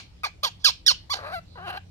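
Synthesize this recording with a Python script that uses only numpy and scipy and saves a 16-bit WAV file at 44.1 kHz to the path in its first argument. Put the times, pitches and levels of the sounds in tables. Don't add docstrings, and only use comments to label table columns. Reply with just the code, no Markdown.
import sys
import numpy as np
from scipy import signal
from scipy.fft import rfft, irfft, next_fast_len
from scipy.io import wavfile
from scipy.ndimage import uniform_filter1d

SR = 44100
rng = np.random.default_rng(int(sys.argv[2]) if len(sys.argv) > 2 else 0)


def dump(signal):
    limited = np.clip(np.atleast_2d(signal).T, -1, 1)
    pcm = np.round(limited * 32767).astype(np.int16)
    wavfile.write(sys.argv[1], SR, pcm)


def undo_db(level):
    steps = np.asarray(level, float) / 20
    return 10 ** steps


N = 83790
LEAD = 8192


def evened(x):
    return x / np.sqrt(np.mean(x ** 2) + 1e-20)


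def read(points, hz, column=1):
    p = np.array(points)
    return np.interp(np.log(hz + 1), np.log(p[:, 0] + 1), p[:, column])


def drift(noise, size):
    return evened(uniform_filter1d(uniform_filter1d(noise, size), size))


def butter(x, order, hz, kind="low"):
    return signal.sosfiltfilt(signal.butter(order, hz, kind, fs=SR, output="sos"), x)


def tract(x, peaks):
    hz = np.abs(np.fft.fftfreq(2048, 1 / SR))
    power = sum(undo_db(db) ** 2 / (1 + (2 * (hz - f) / w) ** 2) ** 2 for f, w, db in peaks)
    log_gain = .5 * np.log(power * hz ** 4 / (hz ** 4 + 400.0 ** 4) + 1e-9)
    taps = np.fft.ifft(np.exp(np.conj(signal.hilbert(log_gain)))).real[:1024]
    return signal.oaconvolve(x, taps)[:len(x)]


def fold_drive(t, hz, level_db, rough, mouth, halving):
    jitter, jitter_s, slip_turns, strain = 0.1003, 0.0028, .12, .04
    shimmer_db, spread_rad = 3, .25
    puff_floor, breath_db = 0.32, -1
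    dull_db, bright_db, dull_hz = -48, -35, 1900

    chance = rng.standard_normal((4, SR // 2))
    wobble, shimmer = (drift(v, round(jitter_s * SR))[:len(t)] for v in chance[:2])
    slip = drift(chance[3], 24)[:len(t)]
    turns = np.cumsum(hz * (1 + jitter * rough * wobble)) / SR
    turns = turns + slip_turns * (rough + strain * mouth) * slip

    folds = halving
    for k in range(1, 30):
        folds = folds + np.cos(2 * np.pi * k * turns + spread_rad * k ** 2) * (k * hz < 16000)
    alternation = 1 + halving * np.minimum(4 * rough, 1) * np.cos(np.pi * turns)
    folds = folds * np.sqrt(hz / 8000) * alternation * undo_db(shimmer_db * rough * shimmer)

    puffs = (puff_floor + np.exp(-(turns % 1) / .3)) * chance[2, :len(t)] * undo_db(breath_db)
    drive = 4.047 * undo_db(level_db) * (np.sqrt(1 - rough ** 2) * folds + rough * puffs)
    drive = drive * (t < t[-1])
    return drive, dull_hz, np.clip((level_db - dull_db) / (bright_db - dull_db), .05, 1)


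# (frequency [Hz], width [Hz], level [dB])
OPEN_MOUTH = [(1250, 1740, -11), (3340, 2150, -3.5), (4376, 840, 3.5), (5410, 1900, -7.5),
              (6596, 230, -11.5), (8900, 2040, -23)]
SHUT_MOUTH = [(680, 495, 2.5), (1216, 940, 2.5), (1671, 234, 2), (4127, 950, -11.5), (10480, 7700, -30)]


def cry(rows, halving, ring_hz, ring_db, top_db, squeak_db):
    ring_width_hz, top_hz, top_width_hz = 520, 12450, 2000
    lead_in_hz, lead_in_s, lead_in_db = 3350, .012, -33
    onset_db, onset_s, onset_from_hz = 6, .009, 7000

    s, pitch_hz, effort_db, rough, mouth = np.transpose(rows)
    t = np.arange(s[0] - lead_in_s, s[-1] + 1024 / SR, 1 / SR)
    hz, level_db = np.interp(t, s, pitch_hz), np.interp(t, s, effort_db)
    rough = np.interp(t, s, np.clip(rough, 0, 1))
    mouth = np.interp(t, s, np.clip(mouth, 0, 1))

    drive, dull_hz, brightness = fold_drive(t, hz, level_db, rough, mouth, halving)
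    drive = drive * (t > s[0]) * (t < s[-1])
    dull = butter(drive, 4, dull_hz)
    drive = dull + (drive - dull) * brightness

    ring = [(ring_hz, ring_width_hz, ring_db), (top_hz, top_width_hz, top_db)]
    sound = tract(drive * mouth ** 2, OPEN_MOUTH + ring) + tract(drive * (1 - mouth), SHUT_MOUTH + ring)
    edge = butter(sound, 4, onset_from_hz, "high")
    edge_db = onset_db * np.exp(-np.maximum(t - s[1], 0) / onset_s)
    sound = sound + edge * (undo_db(edge_db) - 1)

    swell = np.sin(np.pi / 2 * np.clip((t - t[0]) / lead_in_s, 0, 2)) ** 2
    squeak = swell * np.sin(2 * np.pi * lead_in_hz * t)
    squeak = squeak * undo_db(effort_db.max() + lead_in_db + squeak_db) * mouth[0] ** 2
    return round(t[0] * SR) + LEAD, sound + squeak


# (time [s], pitch [Hz], effort [dB], roughness [0-1], mouth opening [0-1])
FIRST_SHRIEKS = [
    [(-.06, 1110, -12, 0.25, 0.68), (-.005, 799.5, -35, .8, 0.72), (.018, 700, -52, 0.74, .6)],
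    [(.233, 1346, -53, 0.6, .4), (.235, 1290, -23, 0.47, 0.4), (.2375, 1273, -32, 0.43, .3),
     (.241, 1250, -24.5, 0.34, 0.15), (.249, 1212, -22, 0.35, 0.55), (.257, 949, -26.5, 0.37, 0.5),
     (.266, 791, -28, .35, .55), (.272, 742, -33.5, 0.6, 0.6), (.3, 604, -54, 0.56, 1)],
    [(.429, 986.3, -49, 0.59, 0.5), (.4325, 1081, -29, 0.6, .5), (.434, 1146, -19, 0.42, 0.65),
     (.443, 1195, -20, 0.27, 0.63), (.451, 1099, -16, 0.52, 0.8), (.457, 1033, -23, 0.38, 0.45),
     (.476, 887, -28, 0.14, 0.71), (.488, 749, -40, 0.22, 0.75), (.505, 680, -66, .8, .6)],
]
LOUD_SHRIEKS = [
    [(.642, 1445, -38, 0.47, 0.89), (.647, 1750, -11.5, 0.23, 0.66), (.655, 1527, -18, 0.14, 0.92),
     (.664, 1305, -15.5, 0.19, 0.92), (.678, 1190, -19.5, .25, 0.94), (.682, 1130, -17.5, .3, 0.84),
     (.691, 1011, -19, .35, 0.63), (.706, 771, -27, 1, 1), (.725, 700, -77.5, 0.42, 0.83)],
    [(.862, 1672, -59, 0.45, 1), (.864, 1806, -17.5, .12, 0.89), (.873, 1918, -14.5, .06, 0.84),
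     (.8755, 1855, -28.5, 0.059, 1), (.878, 1757, -11, .06, 0.73), (.883, 1540, -15.5, .05, 0.98),
     (.902, 1369, -21.5, .1, 0.88), (.916, 1001, -21, .5, 0.76), (.945, 840, -55.5, 0.46, 0.95)],
]
SINKING_CRY = [
    [(1.095, 806, -43.5, 0.056, 0.34), (1.103, 1094, -27.5, 0.073, 0.51), (1.119, 1184, -23, 0.041, 0.65),
     (1.127, 1065, -25.5, 0.11, 0.65), (1.134, 928.5, -27, 0.21, 0.72), (1.142, 789, -20, 0.6, 0.77),
     (1.147, 755, -36.5, 0.53, 0.52), (1.158, 720, -27, 0.98, 0.72), (1.175, 760, -41, 1, 0.41)],
    [(1.15, 746.3, -59, 0.81, 0.12), (1.17, 776.3, -34, 0.66, 0.51), (1.225, 528.5, -40, 0.78, 0.1),
     (1.27, 595.2, -37, .5, 0.045), (1.315, 628.4, -38.5, 0.39, 0.23), (1.342, 784, -31.5, 0.044, 0.024),
     (1.362, 680, -33, .03, .1), (1.392, 662.7, -39, 0.03, 0.1), (1.403, 641, -85, .1, .05)],
]
GRUNT = [
    [(1.553, 984, -75, 0.36, .017), (1.557, 1018, -44.5, 0.18, 0.017), (1.571, 981, -49, 0.23, 0.017),
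     (1.576, 790.4, -43, 0.38, .03), (1.605, 700, -45.5, 0.39, .03), (1.655, 799, -41.5, 0.17, .05),
     (1.672, 688.6, -36, .25, 0.14), (1.692, 700, -34, 0.73, 0.21), (1.705, 700, -64, .5, .2)],
    [(1.69, 700, -37, 0.73, 0.15), (1.705, 835, -33, 0.31, 0.046), (1.72, 738, -41, 0.92, 0.043),
     (1.728, 718.4, -37.5, 0.39, .05), (1.748, 692, -38.5, 0.43, 0.052), (1.768, 680, -36, 0.58, 0.14),
     (1.778, 830, -32, 0.082, 0.07), (1.784, 776, -47, 0.25, .1), (1.795, 720, -55, 0.21, 0.12)],
]
# (strong-weak cycle alternation [0-1], throat ring [Hz], ring level [dB], top resonance [dB],
# lead-in squeak [dB])
VOICES = [
    (0.16, 2370, 1, -40, 0),
    (0, 2250, 3, -30.5, -8),
    (0.29, 3300, -1.5, -22.5, 0),
    (0, 5300, -2.5, -26, 5),
    (0.2, 5300, 0.5, -29, -1),
    (0, 2070, -3, -29, -3),
    (0.36, 2430, -8.5, -41, 0),
    (0.75, 2840, -0.5, -36, 0),
    (0.39, 2810, -1, -39, -2),
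]


def monkey():
    out = np.zeros(N + LEAD)
    for rows, voice in zip(FIRST_SHRIEKS + LOUD_SHRIEKS + SINKING_CRY + GRUNT, VOICES):
        at, x = cry(rows, *voice)
        out[at:at + len(x)] += x
    return out


# (frequency [Hz], left lead [rad], left minus right [dB])
PORTS = [(200, 0.2, 5), (700, 1.29, 4), (1700, 2.22, 2.5), (2400, 1.73, -2.5), (4500, 2.52, -10.5),
         (4970, 4.5, -11), (7000, 8.24, 1), (16670, 25.8, -5.5)]


def ports(x):
    n = next_fast_len(len(x) + 2048)
    hz = np.fft.rfftfreq(n, 1 / SR)
    p = np.array(PORTS)
    lead_rad = np.interp(hz, p[:, 0], p[:, 1])
    half = (1j * lead_rad + np.log(undo_db(read(PORTS, hz, column=2)))) / 2
    return irfft(rfft(x, n) * np.exp(np.array([half, -half])), n)[:, :len(x)]


# (left delay [s], right delay [s], level [dB])
BOUNCES = [(.0021, .0026, -13), (.0047, .0041, -14), (.0079, .0088, -15)]


def bounces(x):
    taps = np.zeros((2, 1024))
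    for left_s, right_s, db in BOUNCES:
        taps[[0, 1], [round(left_s * SR), round(right_s * SR)]] = undo_db(db)
    near = signal.oaconvolve(x, taps, axes=1)[:, :x.shape[1]]
    return signal.sosfilt(signal.butter(2, 1800, "high", fs=SR, output="sos"), near)


# (frequency [Hz], decay by 60 dB [s], level [dB])
WALLS = [(1200, 0.18, -19.5), (2720, 0.24, -6.5), (4460, 0.29, -18), (7000, 0.16, -7), (11960, 0.2, -18.5)]


def walls(x):
    taps = np.zeros((2, SR // 2))
    at = np.arange(500, SR // 2 - 20, 20)
    places = at + rng.integers(0, 20, (2, len(at)))
    np.put_along_axis(taps, places, rng.choice([-1., 1.], (2, len(at))), 1)
    hz, t, z = signal.stft(taps, SR, nperseg=256)
    t60_s = read(WALLS, hz)[:, None]
    decay_db = read(WALLS, hz, column=2)[:, None] - 60 * t / t60_s
    z = z * undo_db(decay_db) * np.sqrt(20 * np.log(1e6) / t60_s / SR)
    taps = signal.istft(z, SR, nperseg=256)[1]
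    return signal.fftconvolve(x[None], taps, axes=1)[:, :len(x)]


def air(shape, level_db, side_db, patchy_db, size):
    frames, hz = 4 * N // size + 5, np.fft.rfftfreq(size, 1 / SR)
    a, b, c, d, patches = rng.standard_normal((frames, len(hz), 5)).T
    patches = evened(uniform_filter1d(uniform_filter1d(patches, 12, 0), 12, 1))
    inside = (hz >= shape[0][0]) & (hz <= shape[-1][0])
    gain = undo_db(read(shape, hz)[:, None] + patchy_db * patches) * inside[:, None]
    z = np.array([a + 1j * b, undo_db(side_db) * (c + 1j * d)]) * gain
    mid, side = signal.istft(z, nperseg=size, noverlap=3 * size // 4)[1][:, :N]
    return undo_db(level_db) * np.array([mid + side, mid - side]) / np.std(mid)


# (frequency [Hz], level [dB per Hz])
RUMBLE = [(15, -47), (28, -12.5), (80, -1.5), (227, -21.5), (330, -26), (430, -58.5), (730, -120)]


def rumble():
    rise_db = 4.5 * (np.arange(N) / N - .5)
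    return air(RUMBLE, level_db=-50, side_db=-10.5, patchy_db=2.5, size=4096) * undo_db(rise_db)


# (frequency [Hz], level [dB per Hz])
HISS = [(150, -38.5), (250, -1.5), (751, -8.5), (1560, -16), (3090, -13.5), (4160, -12.5), (16200, -40)]


def outdoor_hiss():
    return air(HISS, level_db=-63, side_db=1, patchy_db=2.5, size=1024)


# (frequency [Hz], width [Hz], level [dB])
HUM = [(89.7, 10.6, -54.5), (171.4, 2.3, -59)]


def motor():
    depth, swell_db, swell_at_s, swell_s = .9, 7.5, .85, 0.074
    t, out = np.arange(N) / SR, 0
    for hz, width_hz, db in HUM:
        z = rng.standard_normal(N) + 1j * rng.standard_normal(N)
        waver = signal.lfilter([1], [1, -np.exp(-np.pi * width_hz / SR)], z)
        order = (1 + depth * waver / np.std(waver)) * np.exp(2j * np.pi * hz * t)
        out = out + undo_db(db) * evened(order.real)
    return out * undo_db(swell_db * np.tanh((t - swell_at_s) / swell_s) / 2)


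# (time [s], length [s], level [dB], centre [Hz], width [Hz])
GASPS = [
    (.592, 0.054, -55.5, 4600, 2180),
    (1.437, 0.21, -60, 4120, 900),
]


def gasps():
    t, out = (np.arange(N + LEAD) - LEAD) / SR, 0
    for start_s, length_s, db, hz, width_hz in GASPS:
        hiss = evened(tract(rng.standard_normal(len(t)), [(hz, width_hz, 0)]))
        out = out + undo_db(db) * np.sin(np.pi * np.clip((t - start_s) / length_s, 0, 1)) * hiss
    return out


def scene():
    voice = monkey()
    background = rumble() + outdoor_hiss()
    room, hum = walls(voice), motor()
    direct = ports(voice + gasps())
    return (direct + bounces(direct) + room)[:, LEAD:] + background + hum


def low_pass(x):
    return signal.sosfilt(signal.butter(12, 16400, fs=SR, output="sos"), x)


def record(dry):
    band_limit = signal.firwin(255, 16200, fs=SR)
    overloaded = 1.19 * np.tanh(dry / 1.498)
    mix = signal.oaconvolve(overloaded, band_limit[None], "same")
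    return low_pass(mix)


dry = scene()
out = record(dry)
dump(out)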